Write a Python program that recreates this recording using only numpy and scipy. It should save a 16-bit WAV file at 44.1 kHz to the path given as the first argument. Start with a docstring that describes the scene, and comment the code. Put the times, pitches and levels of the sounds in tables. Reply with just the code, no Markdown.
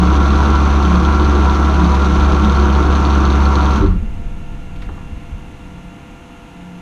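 """A car alternator wired as a motor drives a second alternator by a roller chain, on a steel frame in a tin shed.
Its fourteen poles hum as sine waves, noisy torque steps ring frame and housings, and the chain ticks and hisses.
The drive stalls with jolts that ring the frame; the hum, shaking and chain fade away, and the bench rocks itself
still amid rattling parts. Panels boom and ring, a few light taps follow, and a small fan whines throughout."""
import sys
import numpy as np
from scipy import signal
from scipy.fft import rfft, irfft
from scipy.io import wavfile
from scipy.ndimage import uniform_filter1d, minimum_filter1d

SR = 44100
rng = np.random.default_rng(int(sys.argv[2]) if len(sys.argv) > 2 else 0)


def master(y):
    """Save y as 16-bit WAV."""
    cut = np.clip(np.atleast_2d(y).T, -1, 1)
    pcm = np.round(cut * 32767)  # scale
    wavfile.write(sys.argv[1], SR, pcm.astype(np.int16))


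N = 300321
T = np.arange(N) / SR  # time of each sample [s]

# ways the frame and bench vibrate: (pitch [Hz], width [Hz], level when driven by noise of rms 1 [dB])
FRAME = [(49.9, 7.5, -28), (88.2, 5.5, -32.5), (124.9, 4, -36.5), (149.5, 7.7, -41.5), (183.8, 15, -32.5),
         (210.5, 14.4, -33.5), (247, 33, -49), (293.5, 21.3, -24.5), (316.5, 20, -30.5), (360, 7.9, -28),
         (395.4, 11.7, -39), (491.5, 38, -33)]
# colour of loose parts rattling on the bench: (frequency [Hz], relative level per Hz [dB])
RATTLE = [(20, -10), (35, 7), (55, -2), (85, 2), (120, -15.5), (160, -12.5), (210, -7.5), (260, -21.5),
          (400, -26.5), (900, -46), (4000, -100)]


def amp(db):
    """Turns decibels into a gain."""
    return 10 ** (np.asarray(db) / 20)


def unit(x):
    """Scales a sound to rms 1."""
    return x / np.sqrt(np.mean(x ** 2) + 1e-20)


def since(s):
    """Seconds since a moment; zero before it."""
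    return np.maximum(T - s, 0)


def curves(rows):
    """Joins each column of a table by straight lines in time."""
    s, *columns = np.transpose(rows)
    return [np.interp(T, s, c) for c in columns]


def read(points, hz):
    """Reads a table of values between its points, on a log-frequency axis."""
    f, value = np.transpose(points)
    return np.interp(np.log(hz + 1), np.log(f + 1), value)


def drift(hz):
    """Slow random wandering of rms 1; changes much faster than the given rate are smoothed out."""
    f = np.fft.rfftfreq(N, 1 / SR)
    spectrum = rfft(rng.standard_normal(N))
    smooth = np.exp(-(f / hz) ** 2) * (f > 0)
    return unit(irfft(spectrum * smooth, N))


def colour(x, points, size=8192):
    """Filters a sound to the given spectrum, with no sound ahead of its cause and filter energy 1."""
    hz = abs(np.fft.fftfreq(size, 1 / SR))
    log_gain = np.log(amp(read(points, hz)))
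    # this choice of phase packs the energy right after the cause
    response = np.exp(np.conj(signal.hilbert(log_gain)))
    taps = np.fft.ifft(response).real[:size // 2]
    return signal.oaconvolve(x, taps / np.linalg.norm(taps))[:N]


def ring(x, modes):
    """Lets a force ring damped modes that take a moment to build up; a wider mode dies sooner."""
    t, body = T[:SR], 0
    for k, (hz, width, db) in enumerate(modes):
        fall = np.exp(-np.pi * width * t)
        build_up = 1 - fall ** 6
        mode = fall * build_up * np.sin(2 * np.pi * hz * t)
        sign = (-1) ** k
        body = body + sign * amp(db) * mode / np.linalg.norm(mode)
    return signal.oaconvolve(x, body)[:N]


def strikes(cycles):
    """Makes a click at the start of each cycle."""
    return np.diff(np.floor(cycles), prepend=np.floor(cycles[0]))


def tone(cycles, db):
    """A sine of the given rms level, starting at a random point of its cycle."""
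    return np.sqrt(2) * amp(db) * np.sin(2 * np.pi * (cycles + rng.random()))


def shed(x, wet_db):
    """Adds scattered random reflections from the tin walls; each band dies at its own pace, the treble first."""
    # time to fall by 60 dB: (frequency [Hz], time [s])
    room = [(60, .35), (300, 0.19), (1500, 1), (5000, 0.22), (14000, 0.03)]
    length = SR // 2
    kept = rng.random(length) < .06
    taps = rng.standard_normal(length) * kept * (T[:length] > .004)
    hz, t, z = signal.stft(taps, SR, nperseg=256)
    fading = amp(-60 * t / read(room, hz)[:, None])
    tail = signal.istft(z * fading, SR, nperseg=256)[1]
    return x + amp(wet_db) * signal.oaconvolve(x, tail / np.linalg.norm(tail))[:N]


def fan():
    """The fan and power supply whine in thin, slightly wavering sines, amid a soft rush of filtered noise."""
    # whine of the fan and power supply: (pitch [Hz], level before wavering [dB])
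    whine_lines = [(495.3, -52), (689.1, -52), (796.7, -58.5), (925.9, -60), (974.4, -64.5), (1136, -80),
                   (1378, -55.5), (1421, -60), (1701, -67), (1766, -64), (2073, -63), (2223, -66),
                   (2756, -58.5), (3451, -69)]
    # low tones of the fan's bearings: (pitch [Hz], level before wavering [dB])
    bearing_lines = [(285, -50.5), (309, -51), (353, -61)]
    # rush of air: (frequency [Hz], relative level per Hz [dB])
    air_spectrum = [(30, -2), (80, -3.5), (150, -5.5), (240, -0.5), (310, -7.5), (420, -11), (540, -16),
                    (850, -15.5), (1200, -15.5), (1850, -20), (2500, -17.5), (3200, -24), (4000, -27),
                    (4700, -34), (11000, -38.5), (15000, -53)]
    # resonances in the air noise: (pitch [Hz], width [Hz], level [dB])
    air_modes = [(2777, 180, -57), (6400, 790, -63.5), (878, 150, -52), (222, 54, -51)]
    air_db, waver_db = -41, 1.2
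    time = T + np.cumsum(.0005 * drift(hz=4)) / SR  # all lines share a tiny pitch waver
    whine = sum(tone(hz * time, db + waver_db * drift(hz=5.7)) for hz, db in whine_lines + bearing_lines)
    rush = amp(air_db) * colour(rng.standard_normal(N), air_spectrum)
    return whine + rush + ring(rng.standard_normal(N), air_modes)


def handling(frame_db=14):
    """Something light is touched: short, fading noise bursts ring modes of their own and nudge the frame."""
    # taps and scuffs: (time [s], burst level before ringing [dB], pitch [Hz], width [Hz], decay [s])
    taps = [(4.76, -43, 3000, 2000, .008), (4.819, -37, 2200, 1800, 0.02), (4.889, -25, 1010, 330, 0.0047),
            (4.893, -31, 450, 500, 0.0088), (4.977, -38, 1050, 400, .014)]
    out, force = np.zeros(N), np.zeros(N)
    for s, db, hz, width, decay in taps:
        burst = amp(db) * (T >= s) * np.exp(-abs(T - s) / decay) * rng.standard_normal(N)
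        out += ring(burst, [(hz, width, 0)])
        force += burst
    return out + amp(frame_db) * ring(force, FRAME)


def nudges():
    """Soft nudges stir the loose parts on the bench: swells of rattle-coloured noise."""
    # (time of peak [s], peak level [dB], time from peak to 1/e [s])
    pushes = [(4.89, -28, 0.046), (5.127, -27.5, 0.067), (5.34, -29, 0.056)]
    push = sum(amp(db) * np.exp(-((T - s) / length) ** 2) for s, db, length in pushes)
    return colour(push * rng.standard_normal(N), RATTLE)


def low_panel():
    """The rocking sets a lower panel ringing: a wavering sine that builds up and slowly dies away."""
    pitch_hz, start_s, rise_s = 142.2, 3.9, 0.43
    start_db, fall_db_per_s, waver_db = -33, 6.5, 1.5
    t = since(start_s)
    db = start_db - fall_db_per_s * t + waver_db * drift(hz=4)
    cycles = pitch_hz * np.cumsum(1 + 0.0074 * drift(hz=3.5)) / SR
    return np.minimum(t / rise_s, 1) * tone(cycles, db)


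def rocking(sway_db=-20, sway_power=3.4, overtone_db=-8, knock_db=4):
    """The bench sways on its legs until friction stills it; loose parts crash, thud and blur into a rumble."""
    stall_s, rise_s, lasts_s, rock_hz = 3.78, .25, 3.48, 17.4
    crash_db, crash_fall_db_per_s = -9, 55
    rumble_db, rumble_power = -27, 1.36
    t = since(stall_s)
    motion = np.clip(1 - t / lasts_s, 1e-6, 1)
    sway = np.minimum(t / rise_s, 1) ** 2 * motion ** sway_power
    swings = rock_hz * (t - rise_s)
    swing = np.cos(2 * np.pi * swings)
    # the feet press down at both ends of a swing
    press = amp(overtone_db) * np.cos(2 * np.pi * 2 * swings)
    legs = np.sqrt(2) * amp(sway_db) * sway * (swing + press)
    # the wider the swing, the more the loose parts are thrown in step
    thuds = colour(rng.standard_normal(N) * amp(knock_db * sway * swing), RATTLE)
    crash = amp(crash_db - crash_fall_db_per_s * t)
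    rumble = amp(rumble_db) * motion ** rumble_power
    return legs + np.minimum(t / 0.025, 1) * np.hypot(crash, rumble) * thuds


def stall():
    """The rotor stalls and the chain snatches back and forth, each shudder ringing the frame."""
    # shudders: (time of peak [s], force level [dB], judder rate [Hz], time from peak to 1/e [s])
    jolts = [(3.764, 0, 229.6, 0.027), (3.802, -3, 110, 0.011), (3.82, -15, 307, 0.013),
             (3.827, -11.5, 48.6, 0.034), (3.829, -6.5, 387.3, 0.027), (3.837, 3, 250, 0.00053)]
    force = 0
    for s, db, hz, length in jolts:
        swell = amp(db) * np.exp(-((T - s) / length) ** 2)
        force = force + swell * np.cos(2 * np.pi * hz * (T - s))
    return ring(force, FRAME)


def booms(shake, murmur_db=-31, rest_db=-50, flutter_db=0.7):
    """A thin panel hums, louder while the frame shakes; extra sines swell and fade as booms."""
    # (start [s], length [s], pitch before wavering [Hz], level at the peak before flutter [dB])
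    swells = [(-.08, 0.2, 180, -12.5), (.78, 0.35, 178.4, -16.5), (1.1, 0.33, 364, -22),
              (1.75, 0.18, 178.4, -18.5), (2.02, .21, 178.4, -21), (3.77, 0.23, 178.4, -19),
              (4.5, 0.62, 178.4, -37), (5.62, .38, 178.4, -40.5), (6.45, .5, 178.4, -36.5)]
    panel_hz, swell_db = 177.5, 3.5
    time = np.cumsum(1 + 0.0038 * drift(hz=3.8)) / SR  # a shared pitch waver
    loudness = shake * amp(murmur_db) + amp(rest_db)
    out = loudness * tone(panel_hz * time, swell_db * drift(hz=6))
    flutter = flutter_db * drift(hz=14)
    for s, length, hz, db in swells:
        swell = np.sin(np.pi * np.minimum(since(s) / length, 1))
        out = out + swell * tone(hz * time, db + flutter)
    return out


def singing(waver_db=0.5, level_db=1.5):
    """Lightly damped housing modes sing on: sines whose pitch and level wander a little at random."""
    # (pitch [Hz], level before the common lift and the shaking [dB], rms pitch wander [Hz])
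    notes = [(755, -38, 3.8), (980, -33.5, 2.23), (1087, -34, 6.24), (1175, -39.5, 6.5), (1350, -32, 7.44)]
    out = 0
    for hz, db, wander in notes:
        cycles = np.cumsum(hz + wander * drift(hz=25)) / SR
        out = out + tone(cycles, db + level_db + waver_db * drift(hz=21.6))
    return out


def chain(turns, tick_db=-39.5, hiss_db=-36.0, slack_db=.5, scatter_db=3):
    """Each tooth seats a roller with a short noisy tick, stressed by quarter turn, over a grainy hiss."""
    # force of the slap at each quarter turn, before scatter: one level for each quarter [dB]
    slaps = [1, 0.5, 4.5, -11.5]
    # tick of one tooth: (frequency [Hz], relative level per Hz [dB])
    tick_spectrum = [(1200, -24), (2400, -0.5), (3500, 11), (4300, 9), (4900, -2.5), (5600, -3.5),
                     (6300, 4), (7500, -21), (11000, -25), (15000, -54)]
    # hiss of the rollers: (frequency [Hz], relative level per Hz [dB])
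    hiss_spectrum = [(900, -19.5), (1750, -0.5), (2400, 2.5), (3000, -2), (4250, -4.5), (4750, -11),
                     (5500, -9.5), (6050, -4), (6550, -12), (7200, -18), (7900, -23), (11000, -26.5),
                     (13500, -37), (15500, -56)]
    teeth_per_turn, tooth_fall_db, tick_s = 16, 3.5, .0013
    teeth = teeth_per_turn * turns - .45 + .05 * drift(hz=30)  # the timing is slightly uneven
    tooth = np.floor(teeth).astype(int) % teeth_per_turn
    quarter, after_slap = np.divmod(tooth, teeth_per_turn // len(slaps))
    scatter = scatter_db * (2 * rng.random(N) - 1)
    # each tooth after a slap seats more softly
    force = amp(np.array(slaps)[quarter] - tooth_fall_db * after_slap + scatter)
    seating = signal.lfilter([1], [1, -np.exp(-1 / (tick_s * SR))], strikes(teeth) * force)
    # random signs turn each fading push into a burst of noise
    ticks = colour(unit(seating * rng.choice([-1, 1], N)), tick_spectrum)
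    hiss = colour(unit(rng.standard_normal(N) * amp(1.8 * drift(hz=700))), hiss_spectrum)
    # the chain is louder and softer as it slackens and tightens
    slack = amp(slack_db * drift(hz=26))
    return (amp(tick_db) * ticks + amp(hiss_db) * hiss) * slack


def shaking(field, level, clatter_db=-26, step_share=0.38):
    """Uneven torque steps and the rattle between them ring the frame and the housings."""
    # modes of the alternator housings: (pitch [Hz], width [Hz], level when driven by noise of rms 1 [dB])
    housing = [(627, 32, -43.5), (710, 26, -38.5), (749, 12, -47.5), (838, 23, -37), (915, 19, -33),
               (983, 35, -45.5), (1036, 46, -38.5), (1093.5, 18, -33.5), (1107, 40, -32),
               (1177.5, 35, -35.5), (1212, 15, -34.5), (1302, 53, -35), (1336, 28, -31.5), (1400, 32, -32),
               (1491, 23, -36.5), (1624, 11, -51)]
    # clatter of chain and bearings: (frequency [Hz], relative level per Hz [dB])
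    clatter = [(25, 4.5), (100, 0.5), (330, 1.5), (450, -7.5), (580, -7), (850, -13.5), (1100, -4.5),
               (1400, -15.5), (1650, -5.5), (1850, -22), (3000, -46), (8000, -80)]
    steps_per_cycle = 6
    step_clicks = strikes(steps_per_cycle * field + .12 * drift(hz=199.9))
    steps = unit(step_clicks * rng.standard_normal(N))
    # the rattle swells once each electrical cycle
    rattle = unit(rng.standard_normal(N) * amp(3.7 * np.cos(2 * np.pi * field)))
    force = level * (np.sqrt(step_share) * steps + np.sqrt(1 - step_share) * rattle)
    return ring(force, FRAME + housing) + amp(clatter_db) * colour(force, clatter)


def hum(field):
    """The poles pull on the stator once each electrical cycle: sines at its multiples, fluttering at random."""
    # (multiple of the electrical frequency, level before flutter and pull [dB], rms flutter [dB])
    overtones = [(1, -14.5, 0.8), (2, -31.5, 1.5), (3, -27, 2.5), (6, -49, 8), (7, -40, -0.5), (9, -53, 9),
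                 (10, -44.5, 3.5), (11, -37.5, -0.5), (13, -50.5, 4.5), (14, -41.5, 8.5)]
    return sum(tone(round(k) * field, db + waver * drift(hz=11.4)) for k, db, waver in overtones)


def shaft():
    """Counts the turns made so far; the speed controller hunts gently about the set speed."""
    # set speed, held after the last row: (time [s], speed [turns per second])
    set_speed = [(0, 9.967), (0.3, 10.023), (1.1, 10.093), (1.5, 10.028), (2.3, 9.964), (2.7, 9.877),
                 (3.1, 10.016), (3.75, 9.749)]
    hunt_hz, hunt_turns_per_s, hunt_peak_s = 1.64, .088, .484
    hunting = hunt_turns_per_s * np.cos(2 * np.pi * hunt_hz * (T - hunt_peak_s))
    return np.cumsum(curves(set_speed)[0] + hunting) / SR


def scene():
    """One shaft times the hum, the shaking and the chain; their levels fall away at the stall."""
    # how hard the rig runs: (time [s], magnetic pull [dB], shaking of the metal [dB], chain [dB])
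    drive = [(0, 2.5, 0, 0.5), (3.7, 2.5, -0.5, 0.5), (3.77, 0, -0.5, 1.5), (3.81, -9, -3.5, -5),
             (3.86, -42, -7, -9), (3.92, -68, -17, -19), (4.0, -86.5, -30, -39), (4.2, -84, -61, -59.5)]
    pole_pairs = 7
    turns = shaft()
    field = pole_pairs * turns  # electrical cycles so far
    pull, shake, run = amp(curves(drive))
    motor = pull * hum(field) + shaking(field, shake) + shake * singing() + booms(shake)
    bright = shed(run * chain(turns) + handling(), wet_db=-11.5)
    bench = stall() + rocking() + nudges() + low_panel()
    return (motor + bright + bench + fan())[None]


def record(dry):
    """A fast limiter holds the highest peaks down; then a steep filter removes the very top of the treble."""
    edge_hz = 14800
    headroom = np.minimum(1, .9 / (abs(dry) + 1e-9))
    lowest = minimum_filter1d(headroom, size=400)
    gain = uniform_filter1d(uniform_filter1d(lowest, size=200), size=200)
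    band_limit = signal.firwin(255, edge_hz, window=("kaiser", 9), fs=SR)
    return signal.oaconvolve(dry * gain, band_limit[None], "same")


dry = scene()
out = record(dry)
master(out)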